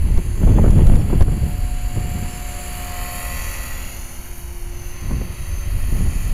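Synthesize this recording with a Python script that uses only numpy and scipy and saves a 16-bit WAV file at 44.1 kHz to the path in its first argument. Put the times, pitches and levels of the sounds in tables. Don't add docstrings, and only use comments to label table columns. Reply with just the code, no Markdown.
import sys
import numpy as np
from scipy import signal
from scipy.fft import rfft, irfft
from scipy.io import wavfile

SR = 44100
rng = np.random.default_rng(int(sys.argv[2]) if len(sys.argv) > 2 else 0)


def store_pcm(level_fs):
    pcm = np.round(np.clip(level_fs, -1, 1) * 32767).astype(np.int16)
    wavfile.write(sys.argv[1], SR, np.atleast_2d(pcm).T)


N = 279153
TIME = np.arange(N) / SR
ROTOR_PER_MOTOR, TAIL_PER_MOTOR = 11 / 150, 11 / 150 * 106 / 25

SWISH_LOBES = -48.5, [(65.6, 65, -41), (295, 64, -42)]
BUZZ_LOBES = -58, [(86, 27, -44), (242.6, 9.4, -51), (311, 35, -51)]
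RASP_LOBES = -52, [(61.4, 54, -45.5), (324, 37, -49.5)]
HISS_LOBES = -44, [(75.5, 33, -43), (314, 52, -43)]


def from_db(db):
    return np.exp(np.asarray(db) * np.log(10) / 20)


def power_sum(levels_db):
    return 10 * np.log10(sum(from_db(db) ** 2 for db in levels_db))


def in_time(rows):
    times, *columns = np.transpose(rows)
    return [np.interp(TIME, times, column) for column in columns]


def coloured(spectrum, lo_hz, hi_hz, source=None):
    hz = np.arange(1, N // 2 + 2) * SR / N
    points_hz, points_db = np.transpose(spectrum)
    gain = from_db(np.interp(np.log(hz), np.log(points_hz), points_db, left=-90, right=-90))
    band_power = np.sum(gain[(hz > lo_hz) & (hz < hi_hz)] ** 2) * 2 / N
    if source is None:
        source = rng.standard_normal(N)
    return irfft(rfft(source) * gain, N) / np.sqrt(band_power)


def drift(rate_hz):
    pole = np.exp(-80 * np.pi * rate_hz / SR)
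    slow = signal.lfilter([1], [1, -2 * pole, pole * pole], rng.standard_normal(N // 40 + 2002))[2000:]
    return np.interp(np.arange(N) / 40, np.arange(len(slow)), slow / slow.std())


def tone(angle, level_db, waver_db):
    amplitude = np.sqrt(2) * from_db(level_db + waver_db * drift(2.13))
    return amplitude * np.sin(angle + rng.uniform(0, 2 * np.pi))


def flight(speed_m_per_s=5.525, start_m=22.7):
    # t/s, heading/deg
    loop = [(0, -77), (.81, -17), (1.81, 13), (2.62, 42), (3.81, 117), (4.11, 148.7), (4.42, 166.5),
            (4.8, 228), (5.58, 267.4), (6.33, 341)]
    heading, = in_time(loop)
    closing = speed_m_per_s * np.cos(np.radians(heading))
    return heading, start_m - np.cumsum(closing) / SR, 1 + closing / 343


def heard_db(pattern, reference_m=9.0):
    heading, metres, _ = flight()
    all_round_db, lobes = pattern
    levels_db = [all_round_db]
    for centre, width, db in lobes:
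        off_axis = np.abs((heading - centre + 180) % 360 - 180)
        levels_db.append(np.maximum(db - 4.3 * (off_axis / width) ** 3, -120))
    return power_sum(levels_db) - 20 * np.log10(metres / reference_m)


def tail_blades(tail):
    blade_lobes = -55.5, [(34.6, 19, -48.5), (128, 20, -51), (217.5, 49, -41.5), (307.3, 7.5, -35)]
    whine_lobes = -56.5, [(22.5, 38, -40), (67.8, 18, -38.5)]
    blade = tone(2 * tail, heard_db(blade_lobes), waver_db=1.0)
    return blade + tone(4 * tail, heard_db(whine_lobes), waver_db=1.0)


def gear_whine(motor, heading):
    sing_lobes = -62, [(30, 11, -46), (335, 25, -55)]
    lower_lobes = -70, [(97, 13, -53), (175, 55, -63)]
    mesh_lobes = -63, [(35, 9, -54), (97, 9, -47), (145, 17, -46), (185, 22, -52), (234, 16, -44.5),
                  (266, 11, -45.5), (298, 11, -48), (323, 14, -45)]
    upper_lobes = -60, [(10, 25, -52), (100, 52, -47), (318, 24, -47)]
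    octave_lobes = -57, [(80, 25, -44.5), (290, 20, -53)]
    top_lobes = -76, [(114, 14, -60), (210, 60, -66)]
    sing_db = heard_db(sing_lobes)
    shadow_db = 14 * np.clip((heading - 125) / 20, 0, 1)
    forward_db = heard_db(RASP_LOBES) - 8 - shadow_db
    whir_db = np.maximum(heard_db(BUZZ_LOBES) - 7, heard_db(SWISH_LOBES) - 16)
    orders = [(4, sing_db - 4), (10, heard_db(lower_lobes)), (11, heard_db(mesh_lobes)),
              (12, heard_db(upper_lobes)), (171.65 * ROTOR_PER_MOTOR, sing_db),
              (8, whir_db), (25 * TAIL_PER_MOTOR, whir_db), (21, forward_db), (13, forward_db),
              (22, heard_db(octave_lobes)), (26, heard_db(top_lobes))]
    return sum(tone(order * motor, db, waver_db=1.8) for order, db in orders)


def motor_hum(motor, heading):
    return tone(motor, heard_db(SWISH_LOBES) - 10.5 + 1.4 * np.cos(np.radians(heading)), waver_db=2.5)


def tail_buzz(rotor, tail):
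    # order, level/dB re the buzz
    harmonics = [(3, -8.5), (5, -6.5), (6, -1), (7, -7), (10, -5), (11, 0)]
    buzz_db = heard_db(BUZZ_LOBES)
    wake = 1 + 0.6 * np.cos(2 * rotor)
    return wake * sum(tone(order * tail, buzz_db + db, waver_db=1.5) for order, db in harmonics)


def shaft_partials(motor, wobble):
    # order, level/dB re the noise they sit in
    tail_tones = [(1, -6), (12, -17), (22, -19), (26, -20), (49, -22), (50, -20)]
    motor_tones = [(2, -19), (9, -23), (18, -15), (23, -17)]
    rotor_tones = [(6, -6), (32, -17), (52.9, -19), (147, -18), (154.22, -17), (158, -14), (164.64, -13),
                   (178.3, -14), (292, -16)]
    swish_db, hiss_db, rasp_db = map(heard_db, (SWISH_LOBES, HISS_LOBES, RASP_LOBES))
    out = np.zeros(N)
    for ratio, partials in [(TAIL_PER_MOTOR, tail_tones), (1, motor_tones), (ROTOR_PER_MOTOR, rotor_tones)]:
        for order, db in partials:
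            motor_order = order * ratio
            if motor_order < 8.5:
                out += tone(motor_order * motor, swish_db + db, waver_db=2.5)
            else:
                noise_db = hiss_db if 14.5 < motor_order < 20.5 else rasp_db
                out += wobble * tone(motor_order * motor, noise_db + db, waver_db=2.5)
    return out


def rotor_swish(chop):
    # f/Hz, density level/dB
    spectrum = [(120, 5), (250, -5), (1200, -5), (2000, -2.5), (2900, -2), (3650, -15), (4500, -6),
                (5300, -19), (5900, -17.5), (7000, -14)]
    return from_db(heard_db(SWISH_LOBES) + 0.27 * drift(57.0)) * chop * coloured(spectrum, 1780, 3600)


def lawn_echo(direct):
    # t/s, delay/ms, amplitude ratio
    reflection = [(0, 1.8, .1), (2.7, 1.7, .1), (3.1, 1.55, .5), (3.5, 1.48, .5), (3.9, 1.42, .4),
                  (4.4, 1.25, .4), (5.2, 1.5, .25), (6.33, 1.55, .45)]
    delay_ms, share = in_time(reflection)
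    dull = signal.sosfilt(signal.butter(2, 5500, fs=SR, output="sos"), direct)
    return direct + share * np.interp(TIME - delay_ms / 1000, TIME, dull)


def tail_boom(rotor, chop):
    # f/Hz, density level/dB
    resonances = [(1750, -44), (1900, 1.5), (2050, -24), (2200, 0), (2600, -2), (2750, -2), (2900, -36)]
    knocks = np.diff(rotor // (2 * np.pi), prepend=0) * from_db(2.0 * drift(20.0))
    jolts = coloured(resonances, 1000, 3300, source=knocks / knocks.std())
    return from_db(heard_db(BUZZ_LOBES)) * (chop * coloured(resonances, 1000, 3300) + .45 * jolts)


def gear_noise(motor, rotor, tail, doppler, passing_s=3.6):
    # f/Hz, density level/dB
    rasp_ahead = [(5800, -24), (6600, -1), (7250, 8.5), (7600, 5), (8200, -31)]
    rasp_behind = [(5200, -8.5), (6500, 0), (7050, 5.5), (7500, -34)]
    sheen_ahead = [(11600, -21), (12100, -1), (13500, -3), (14000, -25)]
    sheen_behind = [(12200, -12), (12800, 2), (13600, 0), (14000, -25)]
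    hiss_spectrum = [(7400, -19), (8300, -20.5), (9600, -4), (10800, 1), (11700, -14), (13500, -23),
                     (14200, -25), (14900, -17), (15800, -24)]
    gone = np.clip((TIME - passing_s) / 0.87 + .5, 0, 1)
    ahead, behind = np.sqrt(1 - gone), np.sqrt(gone)
    rasp = ahead * coloured(rasp_ahead, 4330, 8700) + behind * coloured(rasp_behind, 6400, 7800)
    rasp = np.interp(np.cumsum(doppler), np.arange(N), rasp)
    flicker = 1.25 * drift(6.0)
    grind = 1 + 0.19 * np.cos(rotor) + 0.47 * np.cos(tail) + 0.43 * np.cos(motor)
    out = from_db(heard_db(RASP_LOBES) + 0.7 * flicker) * grind * rasp
    sheen_lobes = -46.5, [(81.5, 24.4, -44), (310, 26, -55)]
    sheen = ahead * coloured(sheen_ahead, 11000, 15000) + behind * coloured(sheen_behind, 11000, 15000)
    out += from_db(heard_db(sheen_lobes) + 1.6 * drift(5.4)) * np.sqrt(np.abs(grind)) * sheen
    hiss = (1 + 0.034 * np.cos(rotor)) * coloured(hiss_spectrum, 9630, 10890)
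    return out + from_db(heard_db(HISS_LOBES) + flicker) * hiss


def helicopter(motor_hz=571.2):
    heading, _, doppler = flight()
    motor = 2 * np.pi * np.cumsum(motor_hz * doppler) / SR + 0.025 * drift(4.9)
    rotor, tail = motor * ROTOR_PER_MOTOR, motor * TAIL_PER_MOTOR
    wobble = 1 + .3 * np.cos(rotor)
    chop = 1 + 0.036 * np.cos(2 * tail) + 0.059 * np.cos(tail) + 0.034 * np.cos(2 * rotor)
    tones = tail_blades(tail) + wobble * gear_whine(motor, heading) + motor_hum(motor, heading)
    tones += tail_buzz(rotor, tail) + shaft_partials(motor, wobble)
    noise = lawn_echo(rotor_swish(chop)) + tail_boom(rotor, chop) + gear_noise(motor, rotor, tail, doppler)
    return tones + noise


def turbulence(rise_db_per_s=224, fall_db_per_s=99):
    # t/s, rumble level/dB
    breeze = [(0, -12.5), (.3, -21), (1.4, -18), (2.4, -29.5), (3.3, -26), (3.9, -31.5), (4.7, -31.5),
              (5.4, -24.5), (6.33, -18)]
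    # t/s at full strength, hold/s, flutter level/dB
    gusts = [(0.093, 0.072, -32.5), (0.446, 0.23, -21), (0.77, 0.2, -19.5), (1.132, 0.19, -24.5),
             (1.403, 0.14, -33), (1.97, 0.14, -35.5), (2.14, 0.13, -34.5), (5.086, 0.078, -31),
             (5.73, 0.026, -40.5), (5.96, 0.052, -29), (6.158, 0.092, -39)]
    # f/Hz, density level/dB
    rumble_spectrum = [(6, -56), (15, 3.5), (37, 0), (90, -7.5), (150, -23.5), (300, -48)]
    flutter_spectrum = [(50, 7.5), (110, 9.5), (200, 2.5), (400, -12), (1700, -36.5), (3500, -38.5)]
    breeze_db, = in_time(breeze)
    gust_db = power_sum(db - rise_db_per_s * np.clip(start - TIME, 0, 1)
                        - fall_db_per_s * np.clip(TIME - start - hold, 0, 1) for start, hold, db in gusts)
    rumble_db = power_sum([breeze_db, gust_db + 8.5])
    flutter_db = power_sum([breeze_db - 24.5, gust_db])
    lumps = drift(10.3)
    rumble = from_db(rumble_db + 1.54 * lumps) * coloured(rumble_spectrum, 23.0, 110)
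    eddies = from_db(flutter_db + 3.2 * drift(58.0) + 1.1 * lumps - 1.5)
    return rumble + eddies * coloured(flutter_spectrum, 182.3, 330)


def town(level_db=-56.5):
    # f/Hz, density level/dB
    spectrum = [(150, -14), (300, -3.5), (600, -7), (1000, -2), (1600, -27)]
    return from_db(level_db) * coloured(spectrum, 346, 690)


def buffets(rise_s=0.0047):
    # t/s, peak level/dB
    slaps = [(0.176, -22), (0.428, -22), (0.468, -20.5), (0.582, -12), (0.637, -14), (0.656, -19),
             (0.677, -17.5), (0.78, -14), (0.866, -19), (0.955, -29), (1.098, -20.5), (1.126, -18.5),
             (1.207, 0.5), (1.279, -20), (5.107, -25), (5.21, -28)]
    # f/Hz, density level/dB
    spectrum = [(80, 3), (250, 11.5), (700, -0.5), (1600, -15), (3500, -39)]
    envelope = np.zeros(N)
    for start, db in slaps:
        age = np.clip((TIME - start) / rise_s, 0, 30)
        envelope += from_db(db) * age * np.exp(1 - age)
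    return envelope * coloured(spectrum, 150, 1500)


def deep_pushes(wind):
    # t/s, depth (negative outward), half length/s
    pushes = [(.177, -.88, .008), (.708, .85, .010), (.786, .86, .006), (.870, .97, .010),
              (.958, .95, .008), (1.211, 1.02, .007), (1.2175, -.45, .004), (1.224, 1.09, .007)]
    out = 0.84 * np.tanh(wind / 0.84)
    for centre, depth, half_length in pushes:
        bell = np.cos(np.pi / 2 * np.clip((TIME - centre) / half_length, -1, 1)) ** 2
        out = out * (1 - bell) - depth * bell
    return out


def bird():
    # t/s, length/s, starting f/Hz, final f/Hz, level/dB
    chirps = [(0.98, 0.051, 5650, 5250, -56), (2.282, .12, 5600, 5000, -54)]
    out = np.zeros(N)
    for start, length, from_hz, to_hz, db in chirps:
        progress = np.clip((TIME - start) / length, 0, 1)
        hz = from_hz + (to_hz - from_hz) * progress + 60 * drift(80.0)
        out += np.sqrt(2) * from_db(db) * np.sin(np.pi * progress) * np.sin(2 * np.pi * np.cumsum(hz) / SR)
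    return out


def scene():
    return (helicopter() + bird() + deep_pushes(turbulence() + buffets()) + town())[None, :]


def record(dry):
    overload, duck_threshold, dc_offset = .8, 1.05, .016
    depth_db, recover_db_per_s, cutoff_hz = 7.0, 90, 15676
    crackle = signal.lfilter([.35], [1, -.88], rng.standard_normal(N))
    ragged = from_db(-27.0) * crackle * np.clip((np.abs(dry) - overload) / 0.042, 0, 1)
    flattened = dry / (1 + np.abs(dry / 1.02) ** 8) ** (1 / 8)
    recovery = recover_db_per_s * TIME
    duck_db = np.maximum.accumulate(depth_db * (np.abs(dry[0]) > duck_threshold) + recovery) - recovery
    duck_db = signal.lfilter([.0012], [1, -.9988], duck_db)
    low_pass = signal.ellip(10, .5, 50, cutoff_hz, fs=SR, output="sos")
    return signal.sosfilt(low_pass, (flattened + ragged) * from_db(-duck_db) + dc_offset)


dry = scene()
out = record(dry)
store_pcm(out)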